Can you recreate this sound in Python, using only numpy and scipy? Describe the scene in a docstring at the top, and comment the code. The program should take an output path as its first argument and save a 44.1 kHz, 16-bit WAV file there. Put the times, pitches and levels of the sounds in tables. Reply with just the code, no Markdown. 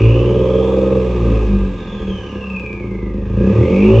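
"""A concrete garage, the microphone low behind the tailpipe of a turbocharged engine being revved.
The revs peak, sink to idle and climb again, and the firing pulses ring the muffler and pipe.
Gas rasps and hisses out with each pulse and keeps the pipe's metal ringing. The turbo whistle
lags the revs, gliding down as it coasts. The pipe is dead ahead, the garage's echo all around."""
import sys
import numpy as np
from scipy import signal
from scipy.fft import rfft, irfft
from scipy.io import wavfile
from scipy.ndimage import map_coordinates

SR = 44100
rng = np.random.default_rng(int(sys.argv[2]) if len(sys.argv) > 2 else 0)


def waveform_to_disk(signal):
    """Save audio, clipped to [-1, 1], as 16-bit WAV at the path in sys.argv[1]."""
    frames = np.transpose(np.atleast_2d(signal))
    scaled = np.clip(frames, -1, 1) * 32767
    samples = np.round(scaled).astype(np.int16)
    wavfile.write(sys.argv[1], SR, samples)


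N = 176400
T = np.arange(N) / SR

# The garage's decay. Each row: frequency in Hz, seconds to fall 60 dB.
ROOM_T60 = [(100, .45), (1000, .5), (8000, .35)]
# Echo that differs between left and right. Each row: frequency in Hz, gain in dB.
ECHO_SPREAD = [(60, -58), (170, -42), (350, -21), (700, -14), (1400, -12), (2800, -7), (6000, -3)]
# Balance at the microphone. Each row: frequency in Hz, left minus right in dB.
BALANCE = [(330, 0), (500, -3), (1000, -2), (2000, -.2), (5000, -.6)]

# The pipe's metallic ring. Each row: frequency in Hz, width in Hz, relative level in dB.
METAL_MODES = [(1047, 44, 5.5), (1215, 52, 3.5), (1603, 93, 7), (1682, 29, 2.5)]
# Its loudness. Each row: time in seconds, level in dB.
METAL_LEVEL = [(0, -51.5), (2.3, -45), (3.15, -56.5), (3.42, -40), (3.7, -53)]

# The turbo whistle. Each row: time in seconds, pitch in Hz, level in dB.
TURBO_WHISTLE = [(0, 2550, -32.5), (.17, 2770, -36.5), (.36, 3150, -45), (.6, 3314, -42.5),
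                 (.95, 3744, -56.5), (1.68, 3750, -61), (1.83, 3548, -47), (2.15, 3109, -41.5),
                 (2.36, 2804, -45), (2.58, 2523, -30), (2.77, 2358, -36.5), (2.87, 2192, -44.5),
                 (3.08, 2067, -45), (3.16, 1943, -55), (3.35, 1712, -58.5), (3.82, 2473, -30),
                 (4, 2784, -34.5)]
# Its breadth. Each row: time in seconds, width in Hz.
TURBO_WIDTH = [(0, 603.7), (2.58, 209.8), (3.3, 197.3), (4, 703)]
# Its octave. Each row: time in seconds, level in dB.
TURBO_OCTAVE = [(1.9, -72), (2.2, -60.5), (2.55, -71), (2.75, -78)]

# Gas leaving the pipe. Each row: time in seconds, rasp in dB, hiss in dB.
GAS_FLOW = [(0, -36.5, -39.5), (0.298, -36.5, -42), (0.702, -33, -43), (1.05, -36.5, -42),
            (1.351, -36, -40.5), (1.651, -43, -45.5), (2.252, -43.5, -45.5), (2.7, -46, -52),
            (3.179, -49, -54.5), (3.328, -45, -49.5), (3.48, -37.5, -42), (3.9, -34, -38.5)]
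# The tone of rasp and hiss. Each row: frequency in Hz, relative level in dB.
RASP_SPECTRUM = [(480, -11.5), (660, 13.5), (720, 4.5), (790, 9.5), (1260, 10.5), (1460, -25)]
HISS_SPECTRUM = [(1250, -37), (1470, 0.5), (1610, -0.5), (1850, 0), (2150, 0), (2520, 9.5), (2950, -1.5),
                 (3500, -1.5), (4000, -10), (4700, -14), (5150, -12), (6500, -15.5), (7500, -30.5),
                 (8500, -35.5)]

# Engine speed. Each row: time in seconds, firings per second.
FIRING_RATE = [(0, 55.3), (0.2, 59.4), (0.4, 62.1), (0.6, 64), (0.8, 65.25), (0.9, 65), (1, 63.7),
               (1.2, 58.7), (1.5, 50.4), (1.9, 41.8), (2.05, 38.7), (2.35, 33.7), (2.7, 29.5), (3, 26.2),
               (3.25, 25.1), (3.35, 27.6), (3.5, 34.4), (3.84, 52.4), (4, 58)]
# Cylinders in firing order, at full imbalance. Each row: strength in dB, lateness in seconds.
CYLINDERS = [(2, -.0002), (-8, .0006), (2, 0), (2.5, -.0002), (-6, .0006), (2.5, 0)]
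# Ragged running. Each row: time in seconds, cylinder imbalance from 0 to 1, turbulence in dB.
ROUGHNESS = [(0, 0.3, -16), (0.4, 1, -18), (0.95, 1, -17), (1.15, 0.5, -7), (3.2, 0.4, -4), (3.5, 0.2, -16)]
# Pulse strength. Each row: time in seconds, then gain in dB for thump, boom, drone, growl and bark.
PULSE_DRIVE = [(0, -11, -2.5, -8.5, -10, -22), (0.3, -18, -5.5, -6.5, -16.5, -15.5),
               (0.8, -17, -12.5, -10, -14, -15.5), (0.95, -17.5, -6.5, -8.5, -16, -15.5),
               (1.1, -13.5, -14.5, -7, -23.0, -23.5), (1.28, -13, -9, -0.5, -17, -20),
               (1.42, -14, -24.5, -11, -22.5, -26.5), (1.52, -11, -12.5, -2, -21.5, -29.5),
               (1.64, -11, -16.5, -18, -21.5, -31), (1.73, -23, -20.5, -15, -31.5, -34.0),
               (1.88, -24.5, -24.5, -13, -34.5, -38), (2.1, -14.5, -25, -17.5, -29, -31.5),
               (2.23, -27, -33.0, -22.5, -33.5, -39.5), (2.35, -26, -28.5, -16, -29, -34.5),
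               (2.48, -26.5, -31, -19, -43, -38.5), (2.66, -30, -26, -20.5, -34.5, -38.0),
               (2.8, -28.5, -24, -20, -28, -39.5), (3.15, -20, -28, -13.5, -29, -35.5),
               (3.26, -19.5, -17.5, -16, -36.5, -41), (3.42, -14.5, -10.5, -2, -17.5, -21.5),
               (3.52, -21, -10.5, -4.5, -19.5, -21), (3.6, -29.5, -1, -17, -10.5, -21),
               (3.72, -23, -17, 2.5, -19.5, -17), (3.86, -18, -14.0, -5, -5.5, -22.5),
               (4, -10.5, 3.0, -3.5, -17.0, -11.0)]
# Exhaust resonances, low to high. Each row: base frequency in Hz, width in Hz, gain in dB.
THUMP_MODES = [(54.5, 13.3, 3)]
BOOM_MODES = [(79.4, 3.5, -4.5), (107.7, 9.6, 2.5)]
DRONE_MODES = [(193.04, 7.04, 0)]
GROWL_MODES = [(283.8, 4.1, -2), (314.7, 12.5, -5.5), (348.2, 17.2, 0.5)]
BARK_MODES = [(433.1, 21.6, -0.5), (455.6, 7.2, -5), (500.9, 13.6, 1), (542, 6.3, -5.5)]
# Bends in the pipe smear each pulse. 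Each row: frequency in Hz, width in Hz, gain in dB.
BEND_SMEAR = [(374, 100, 0)]
# Hot gas raises the drone, growl and bark. Each row: time in seconds, pitch factor.
HEAT_SHIFT = [(0, 1.04), (0.9, 1.04), (1.4, 1), (3.4, 1), (3.75, 1.03), (3.92, 1.1)]


def amp(db):
    """Decibels to gain."""
    return 10 ** (np.asarray(db) / 20)


def unit_rms(x):
    """Scales to rms 1."""
    return x / np.sqrt(np.mean(x ** 2) + 1e-20)


def curves(table):
    """Each column of a time table, sample by sample."""
    seconds, *columns = np.transpose(table)
    return [np.interp(T, seconds, column) for column in columns]


def spectrum_at(points, hz):
    """Interpolates on a log-frequency axis."""
    point_hz, values = np.transpose(points)
    return np.interp(np.log(hz + 1), np.log(point_hz), values)


def colour(x, spectrum, share=1):
    """Filters by a share of a spectrum in dB."""
    gain = amp(share * spectrum_at(spectrum, np.fft.rfftfreq(2 * N, 1 / SR)))
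    return irfft(rfft(x, 2 * N) * gain)[..., :N]


def bandpass(x, edges_hz, order=2):
    """Keeps the band between two edges."""
    return signal.sosfilt(signal.butter(order, edges_hz, "band", fs=SR, output="sos"), x)


def ring(x, modes, shift=1):
    """Resonances driven by x, their pitch multiplied by shift."""
    out = 0
    for hz, width_hz, db in modes:
        carrier = np.exp(2j * np.pi * np.cumsum(hz * shift * np.ones(N)) / SR)
        pole = np.exp(-np.pi * width_hz / SR)
        envelope = signal.lfilter([1 - pole], [1, -pole], x / carrier)
        out = out + amp(db) * 2 * (carrier * envelope).real
    return out


def narrow_noise(hz, width_hz):
    """A band of noise with a steady or moving pitch and width."""
    clock = np.cumsum(width_hz * np.ones(N)) / SR
    a, b = (map_coordinates(z, [clock], order=3, mode="wrap") for z in rng.standard_normal((2, 8192)))
    phase = 2 * np.pi * np.cumsum(hz * np.ones(N)) / SR
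    return unit_rms(a * np.cos(phase) + b * np.sin(phase))


def garage_echo(x):
    """A diffuse tail off the concrete around the microphone, dying soonest in the treble."""
    hz, seconds, noise = signal.stft(rng.standard_normal(SR // 2), SR, nperseg=512)
    t60 = spectrum_at(ROOM_T60, hz)[:, None]
    decay = amp(-60 * seconds / t60) / np.sqrt(t60)  # equal energy at all frequencies
    _, tail = signal.istft(noise * decay, SR, nperseg=512)
    return signal.fftconvolve(x, tail / np.linalg.norm(tail))[:N]


def metal_ring(puffs):
    """The gas keeps the pipe's metal ringing, harder with each puff."""
    level_db, = curves(METAL_LEVEL)
    ringing = sum(amp(db) * narrow_noise(hz, width_hz) for hz, width_hz, db in METAL_MODES)
    return amp(level_db) * unit_rms(ringing * (1 + 1.1 * puffs))


def turbo(puffs):
    """A broad whoosh under load that narrows to a whistle when coasting, pulsing with the gas."""
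    hz, level_db = curves(TURBO_WHISTLE)
    width_hz, = curves(TURBO_WIDTH)
    octave_db, = curves(TURBO_OCTAVE)
    whistle = amp(level_db) * narrow_noise(hz, width_hz)
    octave = amp(octave_db) * narrow_noise(2 * hz, 2 * width_hz)
    return puffs * (whistle + octave)


def gas_rush(puffs):
    """Gas rasps and hisses at the pipe's mouth, in time with the firings."""
    rasp_db, hiss_db = curves(GAS_FLOW)
    out = 0
    for db, spectrum, pulsing in (rasp_db, RASP_SPECTRUM, 0.34), (hiss_db, HISS_SPECTRUM, 0.55):
        noise = (1 - pulsing + pulsing * puffs) * rng.standard_normal(N)
        out = out + amp(db) * unit_rms(colour(noise, spectrum))
    return out


def firings(scatter_db=0.8, jitter_s=0.00004):
    """Evenly timed pulses, the same with each cylinder's own strength and delay, and the gas puffs."""
    rate, = curves(FIRING_RATE)
    imbalance, _ = curves(ROUGHNESS)
    count = np.cumsum(rate) / SR
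    onsets = np.flatnonzero(np.diff(np.floor(count), prepend=-1))
    scatter, jitter = rng.standard_normal((len(onsets), 2)).T
    cylinder_db, late_s = np.resize(CYLINDERS, (len(onsets), 2)).T * imbalance[onsets]
    strength = amp(scatter_db * scatter) * SR / rate[onsets] / 2
    delay = (SR * (late_s + jitter_s * jitter)).astype(int)
    even, uneven = np.zeros((2, N))
    even[onsets] = strength
    uneven[np.clip(onsets + delay, 0, N - 1)] = strength * amp(cylinder_db)
    puffs = np.exp(-(count % 1)) * amp(cylinder_db / 2)[count.astype(int)]  # each fades until the next
    return even, uneven, unit_rms(puffs)


def exhaust(even, uneven, puffs):
    """Pulses and turbulence ring the muffler and pipe: clean under load, ragged when coasting."""
    thump_gain, boom_gain, drone_gain, growl_gain, bark_gain = amp(curves(PULSE_DRIVE))
    rate, = curves(FIRING_RATE)
    heat, = curves(HEAT_SHIFT)
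    _, turbulence_db = curves(ROUGHNESS)
    turbulence = amp(turbulence_db) * np.sqrt(SR / rate) / 2 * puffs * rng.standard_normal(N)
    smooth = 0.5 * even + 0.3 * uneven + turbulence / 2
    ragged = uneven + turbulence
    smeared = ragged - 2 * ring(ragged, BEND_SMEAR)  # all-pass
    thump = bandpass(ring(smooth * thump_gain, THUMP_MODES), (40, 75))
    boom = bandpass(ring(smooth * boom_gain, BOOM_MODES), (72, 130))
    drone = bandpass(ring(smooth * drone_gain, DRONE_MODES, heat), (165, 260))
    growl = bandpass(ring(smeared * growl_gain, GROWL_MODES, heat), (260, 410), order=3)
    bark = bandpass(ring(smeared * bark_gain, BARK_MODES, heat), (400, 580), order=4)
    return thump + boom + drone + growl + bark + amp(-17) * garage_echo(growl + bark)


def scene():
    """A stereo microphone with the tailpipe straight ahead and the garage around it."""
    even, uneven, puffs = firings()
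    pipe = exhaust(even, uneven, puffs)
    air = gas_rush(puffs) + metal_ring(puffs) + turbo(puffs)
    mid = pipe + air + amp(-4) * garage_echo(air)
    side = colour(garage_echo(pipe + air), ECHO_SPREAD)
    left = colour(mid + side, BALANCE, share=0.5)
    right = colour(mid - side, BALANCE, share=-0.5)
    return np.array([left, right])


def record(dry):
    """The loudest peaks are rounded off, then the top treble is cut."""
    ceiling, cutoff_hz = 0.95, 8100
    rounded = dry / (1 + (dry / ceiling) ** 8) ** (1 / 8)
    lowpass = signal.firwin(255, cutoff_hz, window=("kaiser", 8), fs=SR)
    return signal.oaconvolve(rounded, lowpass[None], "same")


dry = scene()
out = record(dry)
waveform_to_disk(out)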